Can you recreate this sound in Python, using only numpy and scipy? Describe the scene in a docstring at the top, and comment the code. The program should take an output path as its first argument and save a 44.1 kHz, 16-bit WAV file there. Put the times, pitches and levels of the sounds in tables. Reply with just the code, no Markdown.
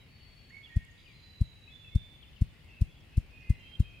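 """Low rumble, microphone hiss and a blurred far chorus, all shaped noise, run throughout; from the start
songbirds whistle, as wavering sines, and soon buzz, as narrow noise bands, and chip, as short rising sines.
Then a grouse on a log drums, each wing beat sooner than the last: a pressure-pulse thump and a noise swish.
Small dry ticks and rattling notes, sines of fast-shaking pitch, join in; later a trill of falling sweeps
swells in from the left. Sparse random echoes stand for the trees."""
import sys
import numpy as np
from scipy import signal
from scipy.fft import rfft, irfft
from scipy.io import wavfile
from scipy.ndimage import uniform_filter1d

SR = 44100
rng = np.random.default_rng(int(sys.argv[2]) if len(sys.argv) > 2 else 0)


def invert_db(x):
    """Field ratio 10**(x/20) for x, a level in decibels (scalar or array-like)."""
    u = np.asarray(x, float) / 20
    return 10 ** u


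def pcm_store(signal):
    """Save signal as 16-bit PCM."""
    levels = np.round(np.clip(np.atleast_2d(signal), -1, 1) * 32767)
    wavfile.write(sys.argv[1], SR, levels.astype(np.int16).T)


N = 176400  # samples, 4 s

# Wing beats: (time [s], strength [dB], stretch of the stroke [ratio],
# tip meeting relative to the beat, before stretch [s], pressure as the wings stop short [gain])
WING_BEATS = [(.76986, -10.7, 1.122, -.0055, .05), (1.41693, -9.9, 1.112, -.0054, .1),
              (1.95996, -9.3, 1.145, -.0053, .16), (2.42074, -9.2, 1.113, -.005, .19),
              (2.82044, -9.25, 1.208, -.0064, .1), (3.18008, -9.7, 1.28, -.0036, .28),
              (3.50532, -9., 1.254, -.0037, .3), (3.80468, -8.9, 1.161, -.0042, .27)]


def evened(x):
    """Scales to rms 1."""
    return x / np.sqrt(np.mean(x ** 2) + 1e-20)


def read_spectrum(points, hz):
    """Reads a (frequency [Hz], value) curve on a log-frequency axis."""
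    f, value = np.transpose(points)
    return np.interp(np.log(hz + 1), np.log(f + 1), value)


def level_gain(curve):
    """Turns a (time [s], level [dB]) curve into a gain per sample."""
    return invert_db(np.interp(np.arange(N) / SR, *np.transpose(curve)))


def add(mix, s, sound):
    """Mixes a sound in at time s, cutting it at the end of the scene."""
    part = mix[..., max(round(s * SR), 0):][..., :sound.shape[-1]]
    part += sound[..., :part.shape[-1]]


def panned(x, pan_db):
    """Makes two channels with a level difference; above zero the left is louder."""
    return x * invert_db([[pan_db / 2], [-pan_db / 2]])


def faded(t, length, edge_s):
    """A straight fade in and out."""
    return np.clip(np.minimum(t, length - t) / edge_s, 0, 1)


def noise(spectrum, same, patchy_db, size=1024):
    """Stereo noise from random short-time spectra, with patches that drift over time and frequency."""
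    hz = np.fft.rfftfreq(size, 1 / SR)
    a, b, c, d, patches = rng.standard_normal((4 * N // size + 5, len(hz), 5)).T
    patches = uniform_filter1d(patches, 6, axis=0)
    patches = evened(uniform_filter1d(patches, 16, axis=1))
    # the right channel shares part of the left, band by band
    same = np.clip(read_spectrum(same, hz), -1, 1)[:, None]
    left = a + 1j * b
    right = same * left + np.sqrt(1 - same ** 2) * (c + 1j * d)
    z = np.array([left, right])
    z *= invert_db(read_spectrum(spectrum, hz)[:, None] + patchy_db * patches)
    sound = signal.istft(z, nperseg=size, noverlap=3 * size // 4)[1]
    return evened(sound[:, :N])


def wood_echo(x, t60_s):
    """Diffuse echoes off many trees: sparse, decaying taps of random sign, other ones for each ear."""
    taps = np.zeros((2, SR))
    slots = np.arange(400, SR - 20, 20)
    at = slots + rng.integers(0, 20, (2, len(slots)))
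    np.put_along_axis(taps, at, rng.choice([-1., 1.], at.shape), axis=1)
    taps *= invert_db(-60 * np.arange(SR) / SR / t60_s)
    return signal.fftconvolve(x[None], taps / np.linalg.norm(taps[0]), axes=1)[:, :N]


def low_rumble():
    """Low noise, most alike in both ears at the bottom."""
    # spectrum: (frequency [Hz], level [dB])
    rumble_spectrum = [(20, -13), (32, 1), (104, -0.5), (185, -9.5), (317, -17.5), (1500, -32), (1950, -76)]
    # slow swell: (time [s], level [dB])
    rumble_level = [(0, -56), (.5, -58), (2.1, -56.5), (4, -54.5)]
    # likeness of left and right: (frequency [Hz], correlation [0-1])
    rumble_same = [(110, 0.82), (380, 0.52)]
    sound = noise(rumble_spectrum, rumble_same, patchy_db=0.27, size=2048)
    return level_gain(rumble_level) * panned(sound, pan_db=2.5)


def microphone_hiss():
    """Steady bright noise, almost independent in the two channels and stronger on the right."""
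    # spectrum: (frequency [Hz], level [dB])
    hiss_spectrum = [(1500, -12.5), (5500, -2.5), (12000, -7.5), (16000, -8)]
    sound = noise(hiss_spectrum, [(1, 0.0048)], patchy_db=2.2)
    return invert_db(-75.5) * panned(sound, pan_db=-2.4)


def far_chorus():
    """Distant birds blurred into patchy, band-shaped noise."""
    # spectrum: (frequency [Hz], level [dB])
    chorus_spectrum = [(1300, -11), (1650, -4), (2100, 1.5), (2900, 1), (3500, -6.5), (4600, -9.5),
                       (5300, -13.5), (5800, -29)]
    # slow swell: (time [s], level [dB])
    chorus_level = [(0, -64), (1.4, -65), (2.5, -64), (4, -64.5)]
    sound = noise(chorus_spectrum, [(1, 0.23)], patchy_db=2.0)
    return level_gain(chorus_level) * panned(sound, pan_db=0.5)


def whistle(curve):
    """A near sine follows a (time [s], pitch [Hz], level [dB]) curve with slight random waver."""
    waver_hz, flutter_db, edge_s = 14, 3, 0.005  # waver and flutter are rms
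    s, hz, db = np.transpose(curve)
    t = np.arange(s[0], s[-1], 1 / SR)
    waver, flutter = (evened(uniform_filter1d(v, 330)) for v in rng.standard_normal((2, len(t))))
    phase = 2 * np.pi * np.cumsum(np.interp(t, s, hz) + waver_hz * waver) / SR
    gain = invert_db(np.interp(t, s, db) + flutter_db * flutter)
    gain *= faded(t - s[0], s[-1] - s[0], edge_s)
    return np.sqrt(2) * gain * np.sin(phase)  # sqrt(2) makes the levels rms


def whistles():
    """Whistled notes, nearly pure tones gliding in pitch from many sides."""
    # notes: (left-right difference [dB], [(time [s], pitch [Hz], level [dB]), ..])
    whistled_notes = [ (10, [(.08, 4330, -78), (.11, 4470, -73), (.28, 4450, -67.5), (.68, 4400, -75)]),
                      (-6, [(0, 3860, -66), (.06, 3910, -84)]), (5, [(2.258, 3120, -70),
                      (2.28, 2790, -71)]), (8, [(2.327, 3090, -71), (2.352, 2710, -72)]),
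                      (-2, [(3.34, 2727, -70), (3.45, 2790, -69), (3.84, 2794, -71.5)]),
                      (15, [(3.62, 2690, -77), (3.69, 2590, -62)]), (-10, [(1.135, 4103, -70),
                      (1.4, 3955, -63.5), (1.72, 3890, -71)]), (-14.5, [(1.695, 3390, -71),
                      (1.73, 3500, -61.5), (1.87, 3455, -64.5), (1.95, 3543, -61), (2.165, 3520, -64)]),
                      (-9, [(3.587, 3120, -67), (3.755, 3194, -55.5), (3.775, 3160, -67),
                      (3.93, 3180, -71)]), (-10, [(3.54, 4030, -81), (3.85, 3840, -77)]),
                      (4, [(.17, 3346, -80), (.45, 3350, -75)]), (-11.5, [(.5, 1633, -56),
                      (.515, 2090, -66), (.535, 2201, -58), (.62, 2213, -56.5), (.645, 2220, -71)]),
                      (-9.5, [(.625, 3320, -67), (.65, 3430, -54.5), (.665, 3224, -59), (.675, 2760, -62.5),
                      (.69, 2860, -61)]), (-11, [(0.69, 1880, -64.5), (0.75, 1870, -58.5),
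                      (0.94, 1861, -74.5)]), (11.5, [(1.035, 2590, -78), (1.063, 3050, -63),
                      (1.072, 2490, -65.5), (1.2, 2003, -80)]), (16.5, [(1.675, 2567, -61.5),
                      (1.71, 2574, -66.5), (1.735, 2540, -70)]), (16.5, [(1.84, 2640, -68),
                      (1.9, 2590, -62.5)]), (9, [(1.905, 2180, -70), (1.97, 2163, -67.5)]),
                      (10, [(2.224, 3550, -58), (2.242, 2795, -63.5), (2.27, 2560, -77)]),
                      (15, [(2.36, 3190, -59), (2.375, 2830, -70), (2.39, 2560, -67)]),
                      (11, [(2.69, 2590, -68), (2.82, 2572, -69)]), (6, [(3.125, 2590, -63),
                      (3.17, 2615, -65)]), (-7, [(3.3, 2523, -71), (3.346, 2478, -59.5),
                      (3.56, 2517, -66.5)]), (-6.5, [(3.415, 2085, -70), (3.52, 2070, -59),
                      (3.63, 2056, -70.5)]), ]
    out = np.zeros((2, N))
    for pan_db, curve in whistled_notes:
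        add(out, curve[0][0], panned(whistle(curve), pan_db))
    return out


def buzz(length, hz, width_hz, db):
    """A hoarse note: a narrow band of noise that swells and fades."""
    t = np.arange(0, length, 1 / SR)
    f = np.fft.rfftfreq(len(t), 1 / SR)
    band_shape = np.exp(-(2 * (f - hz) / width_hz) ** 4)
    band = irfft(rfft(rng.standard_normal(len(t))) * band_shape, len(t))
    return invert_db(db) * evened(band) * faded(t, length, 0.081 * length)


def buzzes():
    """Buzzy notes, each a noise band, a little to the right."""
    # notes: (start [s], length [s], centre [Hz], width [Hz], level [dB])
    buzzy_notes = [(0.962, 0.4, 4760, 520, -74), (0.46, 1.45, 6770, 760.3, -86),
                   (2.673, 0.14, 2698, 275, -64), (2.87, .18, 3340, 320, -70),
                   (3.303, 0.23, 2630, 400, -67), (3.828, 0.182, 2513, 221.4, -61)]
    out = np.zeros((2, N))
    for s, *note in buzzy_notes:
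        add(out, s, panned(buzz(*note), pan_db=-2))
    return out


def chips():
    """Thin chips far to the left: one short rising whistle, repeated."""
    # starts: (time [s], gain on the chip [dB])
    chip_starts = [(0.491, -77), (.905, -77)]
    # rise: (time in the chip [s], pitch [Hz], relative level [dB])
    chip_curve = [(0, 6350, -12), (.02, 7030, -13)]
    out = np.zeros((2, N))
    for s, db in chip_starts:
        add(out, s, panned(invert_db(db) * whistle(chip_curve), pan_db=34.0))
    return out


def bell(t, width):
    """A smooth hump in time, Gaussian in shape."""
    return np.exp(-.5 * (t / width) ** 2)


def wing_thump():
    """Closing wings push air out, their tips meet, they stop short, and a vacuum sucks as they snap back."""
    # times and widths before each beat's stretch
    push_gain, push_at_s, push_width_s = .462, -.00328, .00264
    clap_gain, clap_width_s = 0.057, 0.00063
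    brake_at_s, brake_width_s = -.00153, .00089
    suck_at_s, suck_width_s = .0005, .00156
    t, thump = np.arange(N) / SR, np.zeros(N)
    for s, db, stretch, clap_at_s, brake_gain in WING_BEATS:
        u = (t - s) / stretch
        pressure = push_gain * bell(u - push_at_s, push_width_s)
        pressure += clap_gain * bell(u - clap_at_s, clap_width_s)
        pressure += brake_gain * bell(u - brake_at_s, brake_width_s)
        pressure -= bell(u - suck_at_s, suck_width_s)
        thump += invert_db(db) * pressure
    return thump


def feather_swish_gain():
    """Feathers swish as the wings close: a fast rise, then a double decay, louder as the roll quickens."""
    swish_db, grow_db_per_s = -49.5, 0.83  # swish under the thump
    lead_s, rise_s = 0.006, 0.0019  # peak ahead of the beat; rise time constant, both before stretch
    t60_s, tail_db, tail_t60_s = 0.054, -2.5, 0.12  # decays before stretch
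    t, gain = np.arange(N) / SR, np.zeros(N)
    for s, thump_db, stretch, _, _ in WING_BEATS:
        u = (t - s) / stretch + lead_s
        after = np.maximum(u, 0)
        rise = np.exp(np.minimum(u, 0) / rise_s)
        fall = invert_db(-60 * after / t60_s) + invert_db(tail_db - 60 * after / tail_t60_s)
        gain += invert_db(thump_db + swish_db + grow_db_per_s * s) * rise * fall
    return gain


def litter_tick_gain():
    """Small dry ticks in the litter: an instant onset and a decay of 60 dB in 14 ms."""
    # ticks: (time [s], level [dB])
    litter_ticks = [(0.8497, -58), (2.6452, -62)]
    t, gain = np.arange(N) / SR, np.zeros(N)
    for s, db in litter_ticks:
        gain += invert_db(db - 60 * np.maximum(t - s, 0) / 0.014) * (t >= s)
    return gain


def wings_and_litter():
    """Thumps echo off ground and trunks; one bright noise carries both the swishes and the ticks."""
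    # echoes off the ground and near trunks: (delay [s], level [dB])
    trunk_echoes = [(.0102, -24.3), (.0152, -26), (.021, -25.7)]
    # bright noise spectrum: (frequency [Hz], level [dB])
    swish_spectrum = [(1500, -9.5), (3900, -3.5), (6900, -5), (8500, 1), (11300, -3), (16000, -18.5)]
    thump = wing_thump()
    direct = thump.copy()
    for delay_s, db in trunk_echoes:
        direct += invert_db(db) * np.roll(thump, round(delay_s * SR))
    bright = noise(swish_spectrum, [(1, 0.77)], patchy_db=0.5, size=256)
    out = panned(direct, pan_db=3) + (feather_swish_gain() + litter_tick_gain()) * bright
    out[1] = np.roll(out[1], 2)  # the left ear leads by two samples
    return out + invert_db(-25.5) * wood_echo(thump, t60_s=0.4)


def rattle(length, hz, db):
    """A sine thrown up and down in pitch many times a second, uneven and sinking in level."""
    shakes_per_s, swing_hz = 60, 370
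    t = np.arange(0, length, 1 / SR)
    pitch = hz - swing_hz * np.cos(2 * np.pi * shakes_per_s * t)
    phase = 2 * np.pi * np.cumsum(pitch) / SR
    uneven_db = 2.5 * evened(uniform_filter1d(rng.standard_normal(len(t)), 300))
    gain = invert_db(db + uneven_db - 6 * t / length)
    return gain * np.sin(phase) * faded(t, length, 0.005)


def rattles():
    """Rattling notes, sines of fast-shaking pitch, to the right."""
    # notes: (start [s], length [s], centre [Hz], starting peak level [dB])
    rattling_notes = [(0.974, 0.08, 3620, -63.5), (1.077, 0.07, 3620, -65)]
    out = np.zeros((2, N))
    for s, *note in rattling_notes:
        add(out, s, panned(rattle(*note), pan_db=-9))
    return out


def trill():
    """A trill from the left: one sweep, mostly falling, repeats evenly and grows to full level."""
    # sweep: (time in the sweep [s], pitch [Hz], relative level [dB])
    sweep_curve = [(0, 6300, 2), (.008, 6700, -4), (.017, 5500, 0), (.028, 5200, -1), (.065, 3550, 0)]
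    start_s, gap_s, count, grow_s = 2.493, .1, 16, 0.4
    out = np.zeros((2, N))
    for k in range(count):
        grow = min((k + 1) * gap_s / grow_s, 1)
        sweep = grow * invert_db(-85) * whistle(sweep_curve)
        add(out, start_s + k * gap_s, panned(sweep, pan_db=17))
    return out


def birds():
    """All near singers, with the echo of the wood."""
    out = whistles() + buzzes() + chips() + rattles() + trill()
    return out + invert_db(-4.5) * wood_echo(out.mean(0), t60_s=1.73)


def scene():
    """Rumble, far chorus, near birds, and the drumming wings with the litter ticks."""
    return low_rumble() + far_chorus() + birds() + wings_and_litter()


def roll_off(x):
    """The treble ends steeply here."""
    return signal.sosfilt(signal.butter(12, 15710, fs=SR, output="sos"), x)


def record(dry):
    """The microphone cuts the lowest bass with a second-order high-pass and adds its hiss."""
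    low_cut_hz, low_cut_q = 32.9, .636
    w = 2 * np.pi * low_cut_hz
    b, a = signal.bilinear([1, 0, 0], [1, w / low_cut_q, w * w], SR)
    mix = signal.lfilter(b, a, dry) + microphone_hiss()
    return roll_off(mix)


dry = scene()
out = record(dry)
pcm_store(out)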